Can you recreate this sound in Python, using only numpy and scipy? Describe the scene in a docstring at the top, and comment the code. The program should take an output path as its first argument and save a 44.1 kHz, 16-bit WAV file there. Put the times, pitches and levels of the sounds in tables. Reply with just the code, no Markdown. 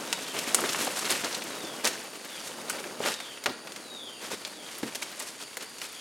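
"""Over still forest air and a thin shimmer of insects, someone climbs a slope through dry leaves. From the
start a bird repeats falling whistles, long slides and stepped ones in no fixed order, echoed by the trunks.
Leaves rustle, twigs snap, dull knocks land on the soil and clumps of leaves crunch underfoot. Then the walker
stops and shifts about in the undergrowth: a softer rustle, more snaps and crunches."""
import sys
import numpy as np
from scipy import signal
from scipy.fft import rfft, irfft, next_fast_len
from scipy.io import wavfile
from scipy.ndimage import map_coordinates

SR = 44100
rng = np.random.default_rng(int(sys.argv[2]) if len(sys.argv) > 2 else 0)


def pcm_store(signal):
    """Save signal as 16-bit PCM."""
    levels = np.round(np.clip(np.atleast_2d(signal), -1, 1) * 32767)
    wavfile.write(sys.argv[1], SR, levels.astype(np.int16).T)


N = 264688
TOP_HZ = 16000

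# Litter spectra: soil, leaves, dry leaf edges. Each row: frequency in Hz, relative density in dB.
SOIL_SPECTRUM = [(30, -90), (60, -21), (110, -8), (230, 7.5), (550, 7.5), (1000, 0.5), (1500, -1.5),
                 (3000, -23.5)]
LEAF_SPECTRUM = [(60, -45), (500, -26), (900, 6), (1400, 5.5), (3000, 6), (5300, -2), (7000, -5),
                 (11000, -59)]
EDGE_SPECTRUM = [(100, -42), (3500, 3.5), (5200, 6.5), (6500, 6.5), (8200, 7), (10500, 3.5), (13000, -3),
                 (16000, -16)]


def amp(db):
    """Decibels to gain."""
    return 10 ** (np.asarray(db) / 20)


def unit_rms(x):
    """Scale to rms 1."""
    return x / np.sqrt(np.mean(x ** 2) + 1e-20)


def unit_energy(x):
    """Scale to energy 1."""
    return x / np.linalg.norm(x)


def along(points, hz):
    """Read (Hz, value) points on a log axis."""
    knots_hz, values = np.transpose(points)
    return np.interp(np.log(hz + 1), np.log(knots_hz + 1), values)


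def wobble(knots_per_s):
    """Smooth random curve."""
    knots = rng.standard_normal(int(N * knots_per_s / SR) + 4)
    return map_coordinates(knots, [np.arange(N) * knots_per_s / SR])


def filtered(x, response):
    """Zero-phase filter with gain response(hz)."""
    m = next_fast_len(N + SR // 4)
    return irfft(rfft(x, m) * response(np.fft.rfftfreq(m, 1 / SR)), m)[:N]


def shaped(x, spectrum):
    """Filter by (Hz, dB) points."""
    return filtered(x, lambda hz: amp(along(spectrum, hz)))


def struck(x, response):
    """Short sound through a minimum-phase filter, at energy 1."""
    n = len(x)
    cepstrum = irfft(np.log(response(np.fft.rfftfreq(n, 1 / SR) + 1) + 1e-6), n)
    cepstrum[1:n // 2] *= 2
    cepstrum[n // 2 + 1:] = 0
    return unit_energy(irfft(rfft(x) * np.exp(rfft(cepstrum)), n))


def add(track, start_s, x):
    """Mix x into the track."""
    i = max(0, round(start_s * SR))
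    track[i:i + len(x)] += x[:max(0, N - i)]


def air_and_insects():
    """Still forest air and narrow bands of distant insects that swell together."""
    # Each row: frequency in Hz, relative density in dB.
    air_spectrum = [(25, -27), (45, -23), (80, -12), (250, 0), (600, -1), (1100, -9), (2500, -11),
                    (5000, -15), (8000, -18), (12000, -25), (16000, -33)]
    # Each row: centre in Hz, width in Hz, level in dB, share of a swell followed.
    choruses = [(4590, 170, -59, .8), (4780, 250, -63, .8), (6720, 110, -62.3, .3), (9010, 110, -62.6, .3),
                (9540, 170, -61.3, .3), (9980, 230, -68, .3)]
    # Each row: peak time in seconds, rise in dB.
    swells = [(1.61, 7), (2.43, 7), (2.74, 7), (3.54, 7), (3.77, 4), (4.19, 5.5), (4.5, 4), (5.46, 5),
              (5.7, 4), (5.96, 5)]
    t, swell_width_s = np.arange(N) / SR, .06
    swell_db = sum(db * np.exp(-.5 * ((t - peak_s) / swell_width_s) ** 2) for peak_s, db in swells)
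    track = amp(-53) * unit_rms(shaped(rng.standard_normal(N), air_spectrum))
    for centre_hz, width_hz, db, share in choruses:
        chorus = filtered(rng.standard_normal(N),
                          lambda hz: np.exp(-.5 * ((hz - centre_hz) / width_hz) ** 2))
        track += amp(db + share * swell_db + 1.2 * wobble(14)) * unit_rms(chorus)
    return track


def stir_db():
    """How hard the walker disturbs soil and leaves, per sample."""
    # Each row: time in seconds, soil level in dB, leaf level in dB.
    effort = [(0.0, -41, -45), (0.3, -46, -42.5), (.48, -41, -38.5), (.62, -38.5, -39.5),
              (0.72, -39.5, -37), (.83, -39, -37), (.91, -41.5, -38.5), (1.02, -40, -36.5),
              (1.17, -42, -37.5), (1.42, -42, -43.5), (1.8, -43, -47), (1.97, -45, -44.5),
              (2.15, -49.5, -50), (2.38, -50, -44.5), (2.59, -43, -48), (2.76, -41, -43),
              (2.94, -44, -49.5), (3.2, -53, -48.5), (3.33, -52.5, -50), (3.62, -51, -58.5),
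              (3.78, -49.5, -50.5), (4.03, -51, -55), (4.45, -52.5, -48.5), (4.6, -50, -53),
              (4.72, -49, -45), (4.9, -52.5, -50), (5.14, -51.5, -47.5), (5.52, -60, -52.5),
              (5.72, -59, -51.5), (6.0, -60, -49.5)]
    times_s, *levels_db = np.transpose(effort)
    return [np.interp(np.arange(N) / SR, times_s, db) for db in levels_db]


def ticks(per_s, centre_hz, cycles, spread_db):
    """Single leaves and stalks flick and ring for a few cycles, each at its own pitch."""
    starts = (rng.random((int(per_s * N / SR), 1)) * N).astype(int)
    traits = rng.standard_normal((len(starts), 2))
    hz = np.clip(centre_hz * 2 ** (0.81 * traits[:, :1]), 500, 13000)
    size = amp(spread_db * np.minimum(traits[:, 1:], 2)) * np.sqrt(hz)
    i = np.arange(SR // 100)
    phase = hz * i / SR
    grains = size * np.sin(2 * np.pi * phase) * np.exp(-phase / cycles)
    return unit_rms(np.bincount((starts + i).ravel(), grains.ravel(), N)[:N])


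def crackle(spectrum, per_s, spread_db, blur):
    """Tiny fractures of unequal size over their own blurred scatter."""
    breaks = rng.random(N) < per_s / SR
    sizes = rng.choice([-1, 1], N) * amp(spread_db * np.minimum(rng.standard_normal(N), 2))
    grains = unit_rms(breaks * sizes) + blur * rng.standard_normal(N)
    return unit_rms(shaped(grains, spectrum))


def rustle():
    """Legs move the litter: soil scuffs, leaves catch and slip in clumps, dry edges sizzle."""
    scuff_db, rustle_db, sizzle_db = 0.5, 1, -1  # relative to the stir
    soil_db, leaf_db = stir_db()
    clumps_db = 1.1 * wobble(55)
    flicks = ticks(per_s=220, centre_hz=2800, cycles=3, spread_db=5)
    prickles = ticks(per_s=350, centre_hz=8000, cycles=3, spread_db=5)
    soil = crackle(SOIL_SPECTRUM, per_s=500, spread_db=3, blur=.9)
    leaves = unit_rms(crackle(LEAF_SPECTRUM, per_s=900, spread_db=5, blur=1) + .55 * flicks)
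    edges = unit_rms(crackle(EDGE_SPECTRUM, per_s=900, spread_db=5, blur=1.2) + .3 * prickles)
    foliage = amp(rustle_db) * leaves + amp(sizzle_db + wobble(76)) * edges
    return amp(clumps_db) * (amp(soil_db + scuff_db) * soil + amp(leaf_db) * foliage)


def whistles(contour, calls):
    """A nearly pure tone quavers more as it falls; foliage scatters and blurs it."""
    held_s, falling_s, quaver_depth, thicket_t60_s = .14, .2, .024, .22
    track = np.zeros(N)
    times_s, pitch_hz, level_db = np.transpose(contour)
    fade = amp(-60 * np.arange(SR // 4) / SR / thicket_t60_s)
    for start_s, db, transpose, stretch, direct in calls:
        t = np.arange(int(times_s[-1] * stretch * SR)) / SR / stretch
        depth = np.interp(t, [held_s, falling_s], [quaver_depth / 3, quaver_depth])
        quaver = depth * wobble(260)[:len(t)]
        flutter_db = 2 * wobble(45)[:len(t)]
        hz = transpose * np.interp(t, times_s, pitch_hz) * (1 + quaver)
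        envelope = amp(db + flutter_db + np.interp(t, times_s, level_db))
        call = envelope * np.sin(2 * np.pi * np.cumsum(hz) / SR)
        thicket = unit_energy(fade * rng.standard_normal(len(fade)))
        add(track, start_s, np.sqrt(direct) * call)
        add(track, start_s, np.sqrt(1 - direct) * signal.fftconvolve(call, thicket))
    return track


def bird():
    """Long slides and stepped whistles recur in no fixed order; the trunks answer."""
    # Each row: time into the whistle in seconds, pitch in Hz, relative level in dB.
    slide = [(0, 4350, -22), (.035, 4100, -8), (.07, 3900, -5), (.095, 3820, 0), (.115, 3790, 1),
             (.15, 3710, -2), (.195, 3540, -1.5), (.24, 3340, -1), (.29, 3150, 0), (.335, 2850, -4),
             (.38, 2700, -9), (.42, 2650, -35)]
    stepped = [(0, 4450, -16), (.03, 4310, -3.5), (.08, 4270, -2), (.11, 4200, -7), (.125, 3850, -6),
               (.145, 3580, 0), (.2, 3330, 1), (.235, 3150, -1), (.29, 2850, -24)]
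    # Each row: start in seconds, level in dB, pitch factor, length factor, direct share of power.
    slide_calls = [(0.0, -45.3, 1.0, 1.04, .25), (1.435, -45.2, 1.0, 1.08, .2), (3.05, -47.5, .98, .9, .05),
                   (3.805, -43, 1.0, 1.0, .55)]
    stepped_calls = [(2.135, -49.8, 1.01, 1.04, .15), (4.385, -48.5, 1.0, 1.1, .02),
                     (5.72, -50.5, 1.0, 1.1, .05)]
    song = whistles(slide, slide_calls) + whistles(stepped, stepped_calls)
    return song + amp(-8) * echoes(song)


def echoes(x):
    """Trunks and foliage return a diffuse tail after 8 ms."""
    # Each row: frequency in Hz, t60 in seconds.
    decay = [(150, .4), (1000, .55), (4000, .65), (12000, .25)]
    hz, t, noise = signal.stft(rng.standard_normal(SR // 2), SR, nperseg=256)
    tail = signal.istft(noise * amp(-60 * t / along(decay, hz)[:, None]), SR, nperseg=256)[1]
    return signal.fftconvolve(np.pad(x, (int(.008 * SR), 0)), unit_energy(tail))[:N]


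def stray_stalks(per_s, over_stir_db, centre_hz):
    """Small stalks give way at random, louder in a harder stir. Returns rows for snaps()."""
    leaf_db = stir_db()[1]
    starts = rng.integers(0, N, per_s * N // SR)
    traits = rng.standard_normal((len(starts), 2))
    return [(i / SR, leaf_db[i] + over_stir_db - 1.5 * weakness, centre_hz * 2 ** (pitch / 2), 1)
            for i, (weakness, pitch) in zip(starts, traits)]


def snaps():
    """Twig fibres tear, the broken ends ring briefly, ground and leaves throw the crack back."""
    # Each row: start in seconds, strength in dB, centre in Hz, half-width in octaves.
    twigs = [(.128, 2.5, 4150, 0.93), (.2816, -12, 3330, 1.3), (.367, -9, 2940, 0.6), (.39, -4, 4550, 1.2),
             (.5461, 9, 7850, 0.39), (.5463, 2, 1520, 1.8), (.549, 0, 8500, 1.55), (.583, -9, 1000, 0.73),
             (.5895, -4.5, 750, 0.74), (.606, -9, 10000, 0.35), (.6393, -5, 1400, 0.55),
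             (.6585, -11, 2300, 1.3), (.6922, -3.5, 3880, 0.63), (.6957, -8, 4470, 0.84),
             (.7322, -5.5, 5460, 1), (.7468, -2.5, 1290, 0.9), (.812, -7, 4500, 1.6),
             (.848, -6.5, 9000, .5), (.992, -10, 1400, 0.59), (.993, -6, 7100, 0.69),
             (1.097, -8, 2420, 0.95), (1.103, -3.5, 3230, 0.8), (1.107, -1.5, 9000, 0.39),
             (1.115, -4, 8000, 1.1), (1.238, -10, 1800, 0.82), (1.246, -6, 5500, 0.59),
             (1.3273, -9.5, 4600, 0.36), (1.346, -12, 3800, 1.2), (1.3501, -5.5, 4220, 0.74),
             (1.421, -9, 3000, .7), (1.439, -16, 10000, 0.56), (1.846, -2, 2210, 3.5),
             (1.853, 2, 5100, 0.59), (1.865, -7, 1200, 1.1), (1.874, 2, 4880, 1.74),
             (2.1554, -17, 2010, 1.3), (2.2447, -22, 2800, 0.86), (2.475, -14, 5000, 0.78),
             (2.698, -3.5, 9000, 0.65), (2.841, -13, 2200, 0.5), (3.0374, -7, 2400, 0.41),
             (3.06, -5, 1270, 1.5), (3.073, -10, 1700, 1.1), (3.086, -4.5, 2180, 1.3),
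             (3.14, -8, 4000, 0.68), (3.2025, -9, 1610, 1.04), (3.3746, -16, 2000, 0.95),
             (3.4395, -10.5, 3990, 1.8), (3.4599, 2.5, 1310, 1.17), (3.4637, 0, 1880, 1.13),
             (3.495, -14, 3500, 0.76), (3.673, -13, 1380, 1.1), (3.721, -14, 3180, 1.1),
             (3.762, -12.5, 2920, 1.2), (4.4273, -31, 3600, .8), (4.45, -7, 3600, 0.62),
             (4.4752, -17, 5500, 1.9), (4.75, -18, 5000, 1.6), (4.783, -15.5, 10840, 0.36),
             (4.831, -10.5, 890, 1.7), (4.833, -15, 2400, .4), (4.9495, -11, 4500, 1.4),
             (4.955, -7, 4500, 1.3), (5.024, -17, 2600, 0.6), (5.029, -11, 6460, 1),
             (5.1945, -11.5, 8500, 0.31), (5.1995, -10, 7000, 1.3), (5.223, -13, 7600, 0.74),
             (5.4155, -16.5, 3620, 0.47), (5.5308, -26, 2930, 0.37), (5.57, -8.5, 2460, 2.5),
             (5.6096, -15, 3600, .7), (5.625, -14.5, 6000, 2.7), (5.7842, -16, 4170, 1.4),
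             (5.8165, -10, 2070, 1.26)]
    tear_t60_s, scatter_t60_s, wood_t60_s = .003, .03, .018
    ground_db, wood_db = -10, -8
    track, t = np.zeros(N), np.arange(SR // 10) / SR
    stalks = stray_stalks(per_s=5, over_stir_db=13.5, centre_hz=3080)
    for start_s, db, centre_hz, octaves in list(twigs) + stalks:
        def band(hz):
            off_centre = np.log2(hz / centre_hz) / octaves
            return ((1 + off_centre ** 4) * (1 + (hz / 11000) ** 6) * (1 + (200 / hz) ** 4)) ** -.5

        fibres = rng.standard_normal(len(t)) * amp(-60 * t / tear_t60_s)
        tear = struck(fibres, lambda hz: 1 / np.abs(rfft(fibres)))  # flat spectrum, no pitch
        scatter = rng.standard_normal(len(t)) * amp(-60 * t / scatter_t60_s)
        scatter = unit_energy(scatter * (1 - np.exp(-t / tear_t60_s)))
        scatter_db = -2.5 - 0.34 * db  # weak twigs lie deeper and scatter more
        bounce = np.roll(tear, int(rng.uniform(.0025, .0036) * SR))
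        pulse = tear + amp(ground_db) * bounce + amp(scatter_db) * scatter
        modes_hz = np.minimum(centre_hz * 2 ** (.55 * octaves * rng.standard_normal((4, 1))), TOP_HZ)
        wood = np.sin(2 * np.pi * modes_hz * t).sum(axis=0) * amp(-60 * t / wood_t60_s)
        crack = struck(pulse, band) + amp(wood_db) * struck(wood, band)
        add(track, start_s, amp(db) * unit_energy(crack))
    return track


def knocks():
    """Blunt contact on soil, roots or hollow sticks rings two damped modes and shakes debris."""
    # Each row: start in seconds, strength in dB, pitch in Hz, t60 in seconds.
    contacts = [(.129, -11, 950, .06), (.628, -12, 450, .03), (.64, -6, 400, .055), (.871, -7, 790, .03),
                (.877, -9, 520, .03), (.97, -9, 750, .04), (1.3465, -9, 4100, .025), (1.639, -12, 330, .05),
                (1.85, -7, 590, .06), (2.70, -5.5, 1480, .05), (3.004, -4, 420, .025), (3.06, -5, 595, .04),
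                (3.461, -13, 860, .04), (3.466, -6, 590, .09), (3.468, -22, 95, .12),
                (4.318, -24.5, 105, .12), (4.4505, -17, 3400, .025), (4.831, -4.5, 225, .11),
                (4.832, -9, 315, .08), (5.023, -17, 930, .04), (5.024, -10.5, 2250, .03),
                (5.026, -13, 3170, .03), (5.205, -17, 900, .06), (5.425, -18, 420, .05),
                (5.57, -16, 470, .05), (5.571, -16, 1690, .03), (5.572, -18, 6900, .03),
                (5.817, -16, 2820, .03)]
    track, t = np.zeros(N), np.arange(SR // 3) / SR
    for start_s, db, pitch_hz, t60_s in contacts:
        fade = amp(-60 * t / t60_s)
        phase = 2 * np.pi * pitch_hz * t
        modes = fade * (np.sin(phase) + 0.5 * np.sqrt(fade) * np.sin(2.06 * phase))
        ring = struck(modes, lambda hz: hz / np.hypot(hz, pitch_hz))  # small bodies radiate little bass
        shake = fade * rng.standard_normal(len(t))
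        debris = struck(shake, lambda hz: 1 / (1 + 2 * np.log2(hz / pitch_hz) ** 4))
        add(track, start_s, amp(db) * (ring + 0.72 * debris))
    return track


def crunches():
    """A foot or hand crushes leaves: fractures swell and thin out. Crisper means more edge, less soil."""
    # Each row: start in seconds, length in seconds, leaf level in dB, crispness in dB.
    crushes = [(0.333, 0.073, -43, -6), (.585, 0.086, -47.5, -10), (.78, 0.069, -39, 4),
               (.955, 0.04, -44, 9.5), (1.09, 0.054, -33.5, 2.5), (1.234, 0.05, -39.5, -6),
               (1.837, 0.059, -33, 1.5), (2.437, 0.062, -50.5, 8.5), (2.695, 0.027, -50.5, 14.5),
               (3.01, 0.08, -38, -2.5), (3.051, 0.089, -37, 2), (3.456, 0.069, -51, -14.5),
               (4.202, 0.1, -44.5, 1), (4.301, 0.055, -39, -0.5), (4.859, 0.041, -44, -0.5),
               (4.948, 0.021, -42.5, 0), (5.015, 0.027, -44, 6), (5.19, 0.054, -45.5, 2.5),
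               (5.26, 0.051, -48.5, 8.5), (5.398, 0.046, -47.5, 6), (5.6, 0.054, -46, 1.5),
               (5.806, 0.071, -46, 5.5)]
    soil_db, edge_db = -2, -3.5  # relative to the leaves
    pressure = np.zeros((3, N))
    for start_s, length_s, db, crisp_db in crushes:
        progress = np.linspace(0, 1, int(length_s * SR))
        swell = unit_rms(progress ** 0.5 * (1 - progress) ** 0.59)
        for track, part_db in zip(pressure, [soil_db - crisp_db, 0, edge_db + crisp_db]):
            add(track, start_s, amp(db + part_db) * swell)
    flicks = ticks(per_s=700, centre_hz=3000, cycles=2.5, spread_db=4)
    soil = crackle(SOIL_SPECTRUM, per_s=900, spread_db=3, blur=.6)
    leaves = unit_rms(crackle(LEAF_SPECTRUM, per_s=1600, spread_db=5, blur=.7) + .6 * flicks)
    edges = crackle(EDGE_SPECTRUM, per_s=2000, spread_db=6, blur=.7)
    return np.sum(pressure * [soil, leaves, edges], axis=0)


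def leaf_scatter(x, t60_s=.035):
    """Side signal: nearby leaves scatter sound unequally to the two microphones."""
    t = np.arange(SR // 10) / SR
    scatter = rng.standard_normal(len(t)) * amp(-60 * t / t60_s)
    return signal.fftconvolve(x, unit_energy(scatter))[:N]


def scene():
    """Walker ahead and fairly dry, bird deep in the trees; only scatter and ambience have width."""
    # Each row: frequency in Hz, side over mid in dB.
    source_width = [(100, -33), (500, -31), (1300, -33), (2500, -23), (5000, -20.5), (9000, -18),
                    (15000, -18)]
    air_width = [(50, 3.5), (250, -6.5), (700, -9.5), (1300, -15), (4500, -16), (9000, -12)]
    thud_cut_hz, balance_db = 68, .12  # loose litter gives no deep thud
    hits = filtered(crunches() + snaps() + knocks(),
                    lambda hz: hz ** 4 / np.hypot(hz ** 4, thud_cut_hz ** 4))
    sources = rustle() + hits + amp(-12.5) * echoes(hits) + bird()
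    mid = sources + air_and_insects()
    side = shaped(leaf_scatter(sources), source_width) + shaped(air_and_insects(), air_width)
    return np.array([mid + side, mid - side]) * amp([[balance_db], [-balance_db]])


def record(dry):
    """The camera rounds peaks toward full scale, rolls off deep bass and limits the band."""
    low_cut_hz = 70
    rounded = dry / (1 + dry ** 4) ** (1 / 4)
    passband = lambda hz: hz ** 2 / np.hypot(hz ** 2, low_cut_hz ** 2) * (hz < TOP_HZ)
    return np.array([filtered(channel, passband) for channel in rounded])


dry = scene()
out = record(dry)
pcm_store(out)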